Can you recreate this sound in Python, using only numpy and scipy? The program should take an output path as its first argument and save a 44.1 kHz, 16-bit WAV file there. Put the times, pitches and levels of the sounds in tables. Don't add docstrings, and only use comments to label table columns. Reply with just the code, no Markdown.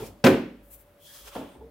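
import sys
import numpy as np
from scipy import signal
from scipy.io import wavfile

SR = 44100
rng = np.random.default_rng(int(sys.argv[2]) if len(sys.argv) > 2 else 0)


def transcribe(signal):
    frames = np.atleast_2d(signal).T
    limited = np.clip(frames, -1, 1)
    pcm = np.round(limited * 32767).astype(np.int16)
    wavfile.write(sys.argv[1], SR, pcm)


N = 74970
T = np.arange(N) / SR
BAND_EDGES_HZ = 28 * 2 ** (np.arange(29) / 3)

# (frequency [Hz], time to fade by 60 dB [s])
ROOM_ECHO = [(60, 0.27), (160, 0.45), (300, 0.53), (700, .38), (2500, 0.5), (5000, 0.42), (9000, 0.33),
             (15000, 0.37)]
# (frequency [Hz], likeness [0 to 1])
EAR_LIKENESS = [(60, 0.99), (300, 0.91), (1000, 0.54), (2000, 0.4), (4000, 0.37), (8000, 0.25),
                (14000, 0.11)]
# (frequency [Hz], left minus right [dB])
PAPER_PAN = [(250, 0.0026), (4000, .3), (13000, 0.61)]
BRUSH_PAN = [(3000, 1), (13000, 6.1)]
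KNOCK_PAN = [(250, -1), (1000, 0.5), (4000, 1.5), (8000, 0.9), (13000, 3.5)]

# (frequency [Hz], relative level [dB])
FAN_COLOUR = [(30, -7.5), (90, 3), (200, -6), (520, -4.5), (800, -9.5), (1600, -14.5), (3200, -21.5),
              (7000, -30), (15000, -24.5)]
BRUSH_COLOUR = [(800, -30.5), (2800, -16), (5500, -24), (7000, -11.5), (10000, -8.5), (13500, -1),
                (16000, -5)]
SLIDE_COLOUR = [(900, -24.5), (2200, -7.5), (3200, -3), (4700, 1.5), (7000, -1), (13000, -.5),
                (16000, -0.5)]
SCUFF_COLOUR = [(200, -28), (450, 1), (700, -1.5), (1300, 3), (1800, -4.5), (2300, -5.5), (3000, 2.5),
                (4500, -20.5), (9000, -27.5)]
FLAP_COLOUR = [(40, -24.5), (110, -15), (240, -3), (350, -4.5), (600, -3.5), (860, -4), (1100, -11.5),
               (2100, -23.5), (3200, -18), (5000, -41), (15000, -40.5)]
CRACK_COLOUR = [(200, -18.5), (700, -10.5), (1550, -3), (2600, -5), (4000, -9), (6500, -21.5), (9000, -31),
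                (15000, -42.5)]
KNOCK_COLOUR = [(35, -41), (70, -18), (120, -9.5), (170, -7), (250, -1), (470, -1), (900, -9.5),
                (1600, -12), (2700, -16), (4500, -27), (8000, -32.5), (15000, -33.5)]

# (time [s], level [dB])
RUMBLE_LEVELS = [(0, -40.5), (.18, -57.5), (.3, -50.5), (.54, -55.5), (.6, -48.5), (.74, -52.5), (.86, -56),
                 (.97, -70), (1.14, -62), (1.23, -49.5), (1.4, -51.5), (1.7, -71)]
BRUSH_LEVELS = [(.6, -100), (.635, -66), (.7, -62.5), (.712, -51), (.745, -46.5), (.772, -59),
                (.812, -56.5), (.85, -71), (.97, -77.5), (1.025, -60.5), (1.08, -59), (1.2, -57.5),
                (1.3, -87.5)]
SLIDE_LEVELS = [(0, -49.5), (.04, -50.5), (.072, -47.5), (.1, -59), (.15, -70), (.6, -88), (.95, -98),
                (1.0, -70), (1.06, -53), (1.11, -53), (1.155, -48), (1.24, -53.5), (1.283, -46.5),
                (1.312, -57), (1.355, -50), (1.4, -55), (1.45, -62), (1.55, -69), (1.7, -107)]
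SCUFF_LEVELS = [(0, -47.5), (.08, -60), (.14, -71), (.5, -90), (1.05, -77), (1.11, -76), (1.155, -65.5),
                (1.21, -64.5), (1.26, -56), (1.28, -45.5), (1.305, -59), (1.335, -49.5), (1.45, -61),
                (1.52, -61), (1.56, -65), (1.6, -83.5), (1.7, -93)]

# (start [s], length [s], pitch [Hz], rough width [Hz], level [dB])
RASPS = [(0, 0.11, 2360, 500, -57.5), (0.988, 0.44, 3260, 300, -61), (1.049, 0.083, 3320, 220, -57.5),
         (1.065, 0.17, 1690, 258, -63), (1.12, 0.13, 1200, 600, -62.5), (1.312, 0.24, 2930, 1170, -61),
         (1.472, 0.15, 8700, 885, -70)]
# (start [s], length [s], pitch [Hz], relative level [dB], waver [share of pitch])
BENDS = [(0, .055, 440, -39, .15), (0, .055, 365, -40, .15), (0, .05, 118, -40, .08),
         (.075, .08, 100, -52, .1), (1.255, .065, 435, -56, .08), (1.355, .03, 450, -42, .06),
         (1.358, .018, 860, -35, .15), (1.382, .04, 250, -38, .08), (1.42, .05, 255, -43, .06),
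         (1.608, .1, 448, -45, .03), (1.603, .035, 880, -52, .1), (1.568, .13, 60, -44, .08)]

# (time [s], relative strength [dB], brightness [dB per octave])
FLAPS = [(.002, -3, -3), (.03, -7.5, -6), (.085, -17.5, -4.5), (1.351, 1.5, 1), (1.3585, 2.5, -2.5),
         (1.3625, -2.5, 0.5), (1.382, -9, -4.5), (1.412, -3, -3.5), (1.552, -14, -5), (1.608, -17.5, -6.5)]
LANDING = [(.2425, 0.5, 0)]
CRACKS = [(.2412, -3.5, 5.5), (.2645, 1.5, 0.5), (.2695, 4, 0.5)]
KNOCKS = [(.2398, -6, -1.5), (.2445, 0.5, 1), (.258, -1.5, -3), (0.2644, 0, 0), (.2705, -5, -0.4),
          (.303, -14, -6.5), (.328, -19.5, -6)]

# (pitch [Hz], relative level [dB], time to fade by 60 dB [s])
HOLLOW_TONES = [(201, -12, .26), (259, -8.5, 0.65), (449.4, -1.5, 0.2), (671, -8.5, 0.34), (778, -4, 0.075),
                (893, 1, 0.12), (934, -6.5, 0.27), (1387, -10.5, 0.29)]
THUMP_TONES = [(112.66, -14.5, 0.062), (215, -7, 0.029), (435.8, -14.5, .04)]
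GUIDE_TONES = [(1395, -5, .07), (1548, 2, .065), (1701, -3, 0.029)]
TRAY_TONES = [(140.4, -16, 0.23), (192, -18, 0.65), (236.5, -5, 0.46), (272.3, -3.5, 0.43),
              (306.5, -4, 0.36), (374.1, 0.5, 0.33), (445.3, -4.5, 0.3), (539.2, 3, 0.25), (702, -10, 0.24),
              (804, -7.5, 0.15), (991, -15, .33), (1523, -14, 0.37), (1727, -18, 0.2), (1934, -22, 0.25),
              (2390, -18, 0.33), (2908, -21.5, 0.22)]


def from_db(db):
    return 10 ** (np.asarray(db) / 20)


def rms_one(x):
    return x / np.sqrt(np.mean(x ** 2) + 1e-20)


def level(rows):
    return from_db(np.interp(T, *np.transpose(rows)))


def at_hz(points, hz):
    frequencies, values = np.transpose(points)
    return np.interp(np.log(hz), np.log(frequencies), values)


def panned(db):
    return from_db(np.array([[.5], [-.5]]) * db)


def drift(per_s):
    return np.interp(T * per_s, np.arange(N), rng.standard_normal(N))


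def swell(start, length):
    progress = np.clip((T - start) / length, 0, 1)
    return np.sin(np.pi * progress ** .6)


def wavering_tone(hz, width_hz):
    pitch = hz + .5 * width_hz * drift(2 * width_hz)
    return np.sqrt(2) * np.sin(2 * np.pi * np.cumsum(pitch) / SR)


def noise_bands(colour, pan):
    centres = np.sqrt(BAND_EDGES_HZ[1:] * BAND_EDGES_HZ[:-1])
    gains = from_db(at_hz(colour, centres)) * np.sqrt(centres)
    gains /= np.linalg.norm(gains)
    for low, high, hz, gain in zip(BAND_EDGES_HZ, BAND_EDGES_HZ[1:], centres, gains):
        band = signal.butter(2, [low, high], "band", fs=SR, output="sos")
        noise = rng.standard_normal((2, N + SR // 10))
        mid, side = rms_one(signal.sosfilt(band, noise)[:, -N:])
        alike = np.clip(at_hz(EAR_LIKENESS, hz), 0, 1)
        ears = gain * panned(at_hz(pan, hz))
        mid = ears * np.sqrt((1 + alike) / 2) * mid
        side = ears * np.sqrt((1 - alike) / 2) * side * [[1], [-1]]
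        yield hz, mid, side


def hiss(colour, pan):
    return sum(mid + side for _, mid, side in noise_bands(colour, pan))


def stored_energy(hits, hz, fade_s, spread_db=0):
    times, db, brightness = np.transpose(hits)
    hit_db = db + brightness * np.log2(hz / 1000) + spread_db * rng.standard_normal(len(times))
    pushes = np.zeros(N)
    pushes[(times * SR).astype(int)] = from_db(hit_db) ** 2
    kept_per_sample = np.exp(-np.log(1e6) / (fade_s * SR))
    return signal.lfilter([1], [1, -kept_per_sample], pushes)


def envelope(energy, rise_s):
    lag = np.exp(-1 / (rise_s * SR))
    return np.sqrt(signal.lfilter([1 - lag], [1, -lag], energy))


def bursts(hits, colour, pan, rise_s, fade_s, room_db):
    direct_width = 0.43
    out = 0
    for hz, mid, side in noise_bands(colour, pan):
        direct = stored_energy(hits, hz, fade_s)
        echo = from_db(room_db) ** 2 * stored_energy(hits, hz, at_hz(ROOM_ECHO, hz))
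        out += mid * envelope(direct + echo, rise_s)
        out += side * envelope(direct_width ** 2 * direct + echo, rise_s)
    return out


def ringing(hits, tones, pan, rise_s):
    out = 0
    for hz, db, fade_s in tones:
        tone = np.sin(2 * np.pi * (hz * T + rng.random()))
        energy = stored_energy(hits, hz, fade_s, spread_db=-2.5)
        out += panned(at_hz(pan, hz)) * from_db(db) * tone * envelope(energy, rise_s)
    return out


def room_background():
    fan = from_db(-61) * hiss(FAN_COLOUR, PAPER_PAN)
    flutter_db = 4 * drift(per_s=50)
    hum = from_db(-66 + flutter_db) * wavering_tone(hz=571.5, width_hz=28)
    rumble = level(RUMBLE_LEVELS) * wavering_tone(hz=49.3, width_hz=14)
    return fan + hum + rumble


def rubbing(levels, colour, pan):
    roughness_db = 0.5 * drift(per_s=1700)
    return level(levels) * from_db(roughness_db) * hiss(colour, pan)


def fingers_brush():
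    return rubbing(BRUSH_LEVELS, BRUSH_COLOUR, BRUSH_PAN)


def edge_rasps():
    out = 0
    for start, length, hz, width, db in RASPS:
        peak = signal.iirpeak(hz, hz / (1.2 * width), fs=SR)
        friction = rng.standard_normal(N) + 0.79 * rng.standard_normal((2, N))
        rasp = signal.lfilter(*peak, signal.lfilter(*peak, friction))
        out += from_db(db) * swell(start, length) * rms_one(rasp)
    return out


def stack_drags():
    slide = rubbing(SLIDE_LEVELS, SLIDE_COLOUR, PAPER_PAN)
    scuff = rubbing(SCUFF_LEVELS, SCUFF_COLOUR, PAPER_PAN)
    return slide + scuff + edge_rasps()


def stack_drums():
    out = 0
    for start, length, hz, db, waver in BENDS:
        flutter_db = 3.2 * drift(per_s=min(130, hz / 2))
        out += from_db(db + flutter_db) * swell(start, length) * wavering_tone(hz, 2 * waver * hz)
    return out


def stack_buckles():
    flaps = bursts(FLAPS, FLAP_COLOUR, PAPER_PAN, rise_s=.002, fade_s=.035, room_db=-7.5)
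    hollow = ringing(FLAPS, HOLLOW_TONES, PAPER_PAN, rise_s=.0013)
    return from_db(-35) * flaps + from_db(-47) * hollow + from_db(-2) * stack_drums()


def stack_lands():
    thump = ringing(LANDING, THUMP_TONES, KNOCK_PAN, rise_s=.002)
    slap = bursts(KNOCKS, KNOCK_COLOUR, KNOCK_PAN, rise_s=.0018, fade_s=.1, room_db=-10)
    crack = bursts(CRACKS, CRACK_COLOUR, KNOCK_PAN, rise_s=.00049, fade_s=.028, room_db=-26.5)
    guide = ringing(CRACKS, GUIDE_TONES, KNOCK_PAN, rise_s=.0016)
    tray = ringing(KNOCKS, TRAY_TONES, KNOCK_PAN, rise_s=.00087)
    metal = from_db(-24) * guide + from_db(-21) * tray
    return thump + from_db(-13) * slap + from_db(-20) * crack + metal


def scene():
    return stack_drags() + fingers_brush() + stack_lands() + stack_buckles() + room_background()


def record(dry):
    bass_cut_hz, peak_limit, treble_cut_hz = 58.2, .9, 15780
    dry = signal.sosfilt(signal.butter(4, bass_cut_hz, "high", fs=SR, output="sos"), dry)
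    rounded = dry / (1 + (dry / peak_limit) ** 4) ** .25
    return signal.sosfilt(signal.ellip(12, .1, 90, treble_cut_hz, fs=SR, output="sos"), rounded)


dry = scene()
out = record(dry)
transcribe(out)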